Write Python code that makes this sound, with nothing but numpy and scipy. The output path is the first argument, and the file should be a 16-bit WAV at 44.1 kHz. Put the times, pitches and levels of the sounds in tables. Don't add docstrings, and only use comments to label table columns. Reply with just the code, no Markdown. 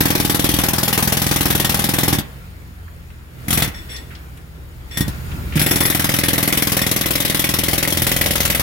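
import sys
import numpy as np
from scipy import signal
from scipy.fft import rfft, irfft, next_fast_len
from scipy.io import wavfile
from scipy.ndimage import uniform_filter1d

SR = 44100
rng = np.random.default_rng(int(sys.argv[2]) if len(sys.argv) > 2 else 0)


def pcm_store(signal):
    levels = np.round(np.clip(np.atleast_2d(signal), -1, 1) * 32767)
    wavfile.write(sys.argv[1], SR, levels.astype(np.int16).T)


N = 380141

# start_s, load
BACKGROUND_LOAD = [(0, 0.5), (2.05, 0.52), (2.25, .55), (2.55, .15), (3.3, 0.01), (3.5, 0.83), (4.0, 0.46),
                   (4.5, 0.09), (4.85, 0.19), (5.05, 0.97), (5.2, 0.88), (5.35, 0.99), (5.55, 0.98),
                   (5.75, 0.37), (8.6, 0.87)]
RETURN_S, LEAD_S = .0245, .0035


def gain_of(db):
    return np.exp(np.asarray(db) * (np.log(10) / 20))


def evened(x):
    return x / np.sqrt(np.mean(x ** 2) + 1e-20)


def read(points, hz):
    f, value = np.transpose(points)
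    return np.interp(np.log(hz + 1), np.log(f + 1), value)


def coloured(x, points):
    size = next_fast_len(N)
    hz = np.fft.rfftfreq(size, 1 / SR)
    return irfft(rfft(x, size) * gain_of(read(points, hz)), size)[..., :N]


def train(s, size):
    return np.bincount(np.clip(np.round(s * SR).astype(int), 0, N - 1), size, N)


def ringing(modes, length):
    t = np.arange(length) / SR
    return sum(gain_of(db - 60 * t / t60) * np.sin(2 * np.pi * hz * t) for hz, db, t60 in modes)


def resonate(x, hz, width):
    turn = np.exp(2j * np.pi * np.cumsum(hz * np.ones(N)) / SR)
    r = np.exp(-np.pi * width / SR)
    return 2 * (turn * signal.lfilter([1 - r], [1, -r], x * turn.conj())).real


def lumps(width):
    once = uniform_filter1d(rng.standard_normal(N), int(width))
    return evened(uniform_filter1d(once, int(width)))


def pair(same, lead):
    a, b = rng.standard_normal((2, N))
    return np.array([a, same * np.roll(a, lead) + np.sqrt(1 - same ** 2) * b])


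def mottled(x, patchy_db):
    z = signal.stft(x, nperseg=512)[2]
    patches = uniform_filter1d(rng.standard_normal(z.shape[:0:-1]), size=7, axis=0)
    patches = uniform_filter1d(patches, size=6, axis=1).T
    return signal.istft(z * gain_of(patchy_db * evened(patches)), nperseg=512)[1][:, :N]


def street():
    # pitch_hz, level_db (per Hz)
    wash_spectrum = [(18, -46), (30, -18), (69, -14), (97, -15.5), (168, -21), (284, -25), (673, -33),
                     (874, -33.5), (1360, -33.5), (1640, -33), (5740, -47), (6720, -54), (8060, -49.5),
                     (15500, -44.5)]
    # pitch_hz, width_hz, level_db
    fan_whine = [(1400, 44, -56.5)]
    # pitch_hz, likeness (-1 to 1)
    likeness = [(60, 0.3), (180, 1), (550, 0.19), (1650, -0.41), (4970, 0.12), (15000, -0.12)]
    frames, hz = N // 256 + 5, np.fft.rfftfreq(2048, 1 / SR)
    a, b, c, d, patches = rng.standard_normal((frames // 2 + 4, len(hz), 5)).T
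    patches = evened(uniform_filter1d(uniform_filter1d(patches, 14, 0), 6, 1))
    same = np.clip(read(likeness, hz), -1, 1)[:, None]
    left = a + 1j * b
    right = same * left + np.sqrt(1 - same ** 2) * (c + 1j * d)

    load = np.clip(np.interp(np.arange(a.shape[1]) * 512 / SR, *np.transpose(BACKGROUND_LOAD)), 0, 2)
    rumble_db = -37.5 + 15 * load ** 2.3
    wash_db = -38 + 11.5 * load
    leak_db = -66 + 12 * load
    upper = np.clip(np.log2(hz / 200 + 1e-9), 0, 1)[:, None]
    treble_db = 0.5 * load * np.log2(np.maximum(hz / 4000, 1))[:, None]

    z = np.array([left, right]) * gain_of(read(wash_spectrum, hz)[:, None] + 1.3 * patches)
    z = z / np.sqrt(np.mean(abs(z) ** 2))
    z *= gain_of(rumble_db + upper * (wash_db - rumble_db) + treble_db)
    lines = sum(gain_of(db) / np.sqrt(width) * np.exp(-((hz - f) / (width + 12)) ** 2)
                for f, width, db in fan_whine)
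    z += gain_of(50) * lines[:, None] * left * gain_of(rumble_db + 16)
    leak_band = np.exp(-((hz[:, None] - 6825) / 110) ** 2)
    z += leak_band * (c + 1j * b) * gain_of(leak_db + 19.0)
    return signal.istft(z, nperseg=2048, noverlap=1536)[1][:, :N] / 32


def engines():
    # start_s, firing_hz
    firing = [(0, 92), (2.3, 90), (2.7, 88), (3, 82), (3.4, 82), (5.55, 79), (6.2, 80), (8.6, 89)]
    # firing_multiple, level_db (rms, idling)
    compressor_orders = [(.5, -45), (1, -41), (1.5, -49), (2, -49), (4, -62)]
    # firing_multiple, level_db (rms)
    truck_orders = [(1, -40.5), (2, -49)]
    t = np.arange(0, N + 64, 64) / SR
    load = np.clip(np.interp(t, *np.transpose(BACKGROUND_LOAD)), 0, 2)
    compressor_hz, truck_hz = np.interp(t, *np.transpose(firing)), 63.3 + 0 * t
    out = 0
    for hz, orders in ((compressor_hz, compressor_orders), (truck_hz, truck_orders)):
        for k, db in orders:
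            waver = uniform_filter1d(rng.standard_normal(len(t)), size=70)
            waver = evened(uniform_filter1d(waver, size=70))
            turns = k * np.cumsum(hz) * 64 / SR + rng.random()
            out = out + gain_of(db + 2 + 10.3 * load ** 2.6 + 2.9 * waver) * np.sin(2 * np.pi * turns)
    return signal.resample_poly(out, up=64, down=1)[:N]


def walls(x):
    # pitch_hz, t60_s
    wall_decay = [(100, 0.17), (500, 0.35), (2000, 0.35), (8000, 0.044), (16000, 0.074)]
    taps = np.zeros((2, SR // 2))
    at = np.arange(300, SR // 2 - 20, 20) + rng.integers(0, 20, (2, (SR // 2 - 301) // 20))
    np.put_along_axis(taps, at, rng.choice([-1., 1.], at.shape), 1)
    hz, t, z = signal.stft(taps, SR, nperseg=256)
    tail = signal.istft(z * gain_of(-60 * t / read(wall_decay, hz)[:, None]), SR, nperseg=256)[1]
    return signal.fftconvolve(x, tail / np.linalg.norm(tail[0]), axes=1)[:, :N]


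def crumbs():
    # start_s, level_db, pitch_hz, t60_s
    falls = [(2.877, -41.5, 1400, 0.051), (3.1, -46.5, 2000, 0.072), (3.961, -34, 4060, 0.076),
             (4.104, -44, 1820, 0.26), (4.124, -60, 11000, .05), (4.37, -50, 9000, 0.063),
             (3.965, -43, 10500, 0.077), (5.553, -37, 2200, .06), (4.15, -38, 3300, 0.054),
             (4.37, -46, 2500, 0.068), (5.312, -36.5, 2510, 0.075), (5.52, -38, 2220, 0.47),
             (5.572, -21.5, 2210, 0.063)]
    out, t = np.zeros((2, N)), np.arange(SR // 8) / SR
    for s, db, hz, t60 in falls:
        band = signal.butter(2, [hz / 1.4, hz * 1.4], "band", fs=SR, output="sos")
        grit = signal.sosfilt(band, rng.standard_normal((2, len(t))))
        at = round(s * SR)
        out[:, at:at + len(t)] += evened(grit) * gain_of(db + 6.0 - 60 * t / t60) * np.minimum(t / 0.0048, 1)
    return out


def dragging():
    # start_s, grind_s, level_db
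    drags = [
        (3.735, 0.036, -40.5),
        (3.885, 0.064, -37.5),
        (4.09, 0.055, -62),
        (4.2, .012, -64),
        (4.903, 0.053, -38.5),
    ]
    t = np.arange(0, N + 32, 32) / SR
    rise_s, fade_s = 0.01, 60 / 220
    steps = 0
    for s, grind, db in drags:
        corners = np.cumsum([0, rise_s, grind, fade_s])
        steps = steps + gain_of(db + np.interp(t - s, corners, [-20, 0, -3, -60], -99, -99))
    return np.interp(np.arange(N) / SR, t, steps)


def puffs(s, db, back, t60, back_db, rough_db, vary_db=1.17):
    chance = rng.standard_normal((len(s), 3)).T
    power = train(s - LEAD_S, gain_of(2 * (db + vary_db * chance[0])))
    return_s = s - LEAD_S + RETURN_S + 0.0019 * chance[1]
    power += train(return_s, back * gain_of(2 * (db + back_db + 2 * chance[2])))
    t = np.arange(SR // 5) / SR
    shut = np.minimum((t / 0.033) ** 4, 2)
    shape = np.minimum(t / 0.0028, 1) ** 2 * gain_of(-120 * t / t60 - 7.6 * shut)
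    return np.sqrt(abs(signal.oaconvolve(power, shape)[:N])) * gain_of(rough_db * lumps(width=28))


def kicks(s, db, sign, back, back_db):
    chance = rng.standard_normal((len(s), 2)).T
    down = train(s, sign * gain_of(db + .8 * chance[0]))
    return down + train(s + RETURN_S + .0007, back * gain_of(db + back_db + 1.2 * chance[1]))


def strokes():
    # start_s, strokes_counted
    bursts = [
        [(.0087, 0), (.5414, 11), (1.1251, 23), (1.4097, 29), (1.6971, 35), (1.8919, 39), (2.1304, 44)],
        [(3.5303, 0), (3.624, 2)],
        [(5.6172, 0), (6.0452, 9), (6.43, 17), (7.0131, 29), (7.4439, 38), (7.5898, 41), (8.0697, 51),
         (8.5986, 62)],
    ]
    # start_s, blast_db, pop_db, ring_db, pop_sign
    lone = [(2.1876, -28, -22.5, -46, -1.65), (3.4846, -32, -21.5, -55, 0.95),
            (3.508, -25.5, -24, -40, 0.79), (3.679, -38, -26.5, -62, 0.91), (4.975, -30, -25, -25, 0.66),
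            (5.009, -29.5, -14, -36, 0.94), (5.082, -37.5, -22, -63, 0.92), (5.558, -35, -19.5, -57, 1),
            (5.5634, -40, -17.5, -53, 0.93), (5.5701, -35, -16.5, -58, 0.85),
            (5.577, -37.5, -44, -55.5, 0.79), (5.597, -24, -23, -45, 0.63)]
    # start_s, bite (bit buried 0-1), aim_db (exhaust at the doorway), air_db (pressure)
    handlings = [
        [(0, .25, 2.5, 2), (.6, 0.33, 1, 1), (.85, 0.52, -13, 1.2), (1.1, 0.4, -26, 3.4),
         (1.25, 0.13, -2.5, 1.7), (1.55, 0.52, -2, 2.1), (1.8, 0.45, -18, 1.8), (1.95, 0.33, -1, 1),
         (2.13, 0.65, 2, 3)],
        [(3.53, .05, -7, 1.5), (3.624, 0.7, -12, 2.5)],
        [(5.61, 0, -3.5, 3), (5.8, 0.03, 1.5, 1.3), (6.05, 0.3, -4.5, 0.3), (6.3, 0.37, -0.5, 0.8),
         (6.6, 0.2, -2.5, 0.9), (6.9, 0.6, -9, 0), (7.2, 0.54, -3, -2), (8.1, 0.67, -5.5, -0.5),
         (8.6, 0.7, -21, -2)],
    ]
    # drum_db (slab), clack_db (tip)
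    stances = [
        (-39.5, -39),
        (-41.5, -31),
        (-45, -32.5),
    ]
    rows = []
    for s, blast, pop, ring, sign in lone:
        rows.append((s, blast, pop, ring, blast - 2.5, pop - 12, blast - 15, blast - 11, sign, 0))
    for burst, handling, (drum_db, clack_db) in zip(bursts, handlings, stances):
        (s, count), (t, *controls) = np.transpose(burst), np.transpose(handling)
        for at in np.interp(np.arange(count[-1] + 1), count, s):
            bite, aim_db, air_db = (np.interp(at, t, control) for control in controls)
            blast, pop, ring = -25 + 2 * bite, -23 + air_db, -23 - 43 * bite
            crunch, boom = -25.5 + air_db, -25 + aim_db
            rows.append((at, blast, pop, ring, crunch, boom, drum_db + 13 * bite, clack_db - 2.5 * bite, 1, 1))
    return np.transpose(rows)


def bit(s, db, back):
    # pitch_hz, dragged_db, struck_db, t60_s (while struck)
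    bar_modes = [(1868, -1, -10, .05), (3490, 2, -3, .04), (4312, -16, -20, .04), (5510, -3, -5, .04),
                 (7760, -11, -12, .06), (7990, -14, -16, .06), (8900, -19, -22, .06),
                 (10290, -13, -10, .08), (10585, -14, -6, .08), (11090, -22, 0, .07), (11880, -28, -8, .06),
                 (12960, -17, -4, .08), (13410, -17, -3, .08)]
    # start_s, level_db
    glances = [(.931, -33), (1.602, -31), (1.651, -28), (3.624, -28), (4.974, -30.5), (5.012, -31),
               (5.6648, -28.5), (5.807, -32), (5.854, -38), (5.903, -33), (6.238, -33), (6.82, -27)]
    chatter = puffs(s, db + 5, back, t60=0.12, back_db=-5.5, rough_db=4.5, vary_db=3.0)
    drag = dragging() * gain_of(3 * lumps(width=74) + 2.5)
    glance_s, glance_db = np.transpose(glances)
    glance = train(glance_s - .002, gain_of(glance_db + 33.5))
    stone_scrape = coloured(rng.standard_normal((2, N)), [(600, -26), (2000, 20.0), (5000, 8), (14000, -23)])
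    out = 0.26 * drag * stone_scrape
    for drive, knocks, column, free in ((drag, glance, 1, 2), (chatter, 0, 2, 1)):
        body = ringing(np.array(bar_modes)[:, [0, column, 3]] * [1, 1, free], SR // 6)
        force = pair(0.4, 11) * drive + knocks
        out += signal.oaconvolve(force, body[None] / np.linalg.norm(body), axes=1)[:, :N]
    return out


def pops(s, db, boom_db, sign, back):
    # pitch_hz, level_db, t60_s
    muffler = [(40, -13.5, 0.049), (68, -23.5, 0.065), (80, -19, 0.031), (126, -29, 0.033),
               (160, -23, 0.047), (215.7, -17.5, 0.036)]
    # delay_s, level_db
    echoes = [
        (.0065, -15),
        (0.014, -13.5),
        (0.0202, -11.5),
        (0.033, -20.5),
    ]
    # pitch_hz, level_db
    port = [(40, -19), (70, -7), (120, -1.5), (170, -8), (230, 1), (320, -0.5), (450, -19), (700, 5)]
    t = np.arange(-.006, .012, 1 / SR)
    kick = 1.4 * np.exp(-((t - .0019) / .001) ** 2)
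    kick -= np.exp(-((t + .0002) / .0016) ** 2)
    kick += .25 * np.exp(-((t + .0035) / .0014) ** 2)
    response = gain_of(-24) * ringing(muffler, SR // 5)
    response[0] = 1
    for delay, echo_db in echoes:
        response[round(delay * SR)] += gain_of(echo_db)
    vents = kicks(s - .006, db + 9, sign, back, back_db=-7)
    pop = signal.oaconvolve(vents, np.convolve(kick, response))[:N]
    thumps = kicks(s - .001, boom_db + 13.5, sign, back, back_db=-13.5)
    boom = signal.oaconvolve(thumps, ringing([(286, 0, 0.039)], SR // 8))[:N]
    return coloured(pop, port) - boom


def breaker():
    # pitch_hz, level_db (per Hz)
    blast_spectrum = [(1470, -21.5), (2500, -4), (3370, 1), (4870, -5.5), (5670, -3), (6720, -9),
                      (8260, -9), (10900, -1.5), (13000, 0), (15600, -8)]
    # pitch_hz, level_db (per Hz)
    crunch_spectrum = [(200, -9), (350, -7), (500, -7), (1000, -11), (1950, -9.5), (2700, -16), (3500, -21),
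                       (4500, -19)]
    # start_s, pitch_hz
    slab_note = [(0, 813), (2.2, 792), (5.6, 547), (8.6, 540)]
    s, blast_db, pop_db, ring_db, crunch_db, boom_db, drum_db, clack_db, sign, back = strokes()
    blast = evened(coloured(pair(0.3, 9.7), blast_spectrum))
    blast *= puffs(s, blast_db + 11.5, back, t60=0.097, back_db=-8, rough_db=-0.5, vary_db=0.82)
    crunch = evened(coloured(pair(0.4, 8.7), crunch_spectrum))
    crunch *= puffs(s, crunch_db + 6.0, back, t60=.17, back_db=-17.5, rough_db=3.0, vary_db=1.0)

    note = np.interp(np.arange(N) / SR, *np.transpose(slab_note))
    strike = kicks(s - LEAD_S, drum_db + 53.5, sign, back, back_db=-8.5)
    drum = resonate(strike, note, 74)
    drum += gain_of(-22) * resonate(strike, 500, 730)
    drum += gain_of(-6.5) * resonate(strike, 526, 120)
    tip = puffs(s, clack_db + 30.0, back, t60=0.045, back_db=-5.0, rough_db=4.5, vary_db=1.5)
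    clack = resonate(pair(0.69, 3.4) * tip, 2055, 420)

    bright = mottled(blast + crunch, patchy_db=2.0) + drum + clack + bit(s, ring_db, back) + crumbs()
    return bright, pops(s, pop_db, boom_db, sign, back)


def scene():
    bright, pressure = breaker()
    reflected = walls(gain_of(-12) * bright + gain_of(-15.5) * pressure)
    return bright + pressure + reflected + street() + engines()


def low_pass(x):
    return signal.sosfilt(signal.butter(12, 16800, fs=SR, output="sos"), x)


def record(dry):
    # pitch_hz, level_db (left minus right)
    tilt = [(60, 3.5), (120, -5), (240, -3.5), (480, -3.5), (950, 2.5), (1890, -3.5), (3770, 3),
            (7520, 9.5), (15000, 7.0)]
    half = np.array(tilt) * [1, .5]
    ports = np.array([coloured(dry[0], half), coloured(dry[1], half * [1, -1])])
    ports = signal.sosfilt(signal.butter(2, 36, "high", fs=SR, output="sos"), ports)
    limited = np.tanh(ports / 1.258) * 1.258
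    band_edge = signal.firwin(401, 15950, window=("kaiser", 6), fs=SR)
    edged = signal.oaconvolve(limited, band_edge[None], "same")
    return low_pass(edged)


dry = scene()
out = record(dry)
pcm_store(out)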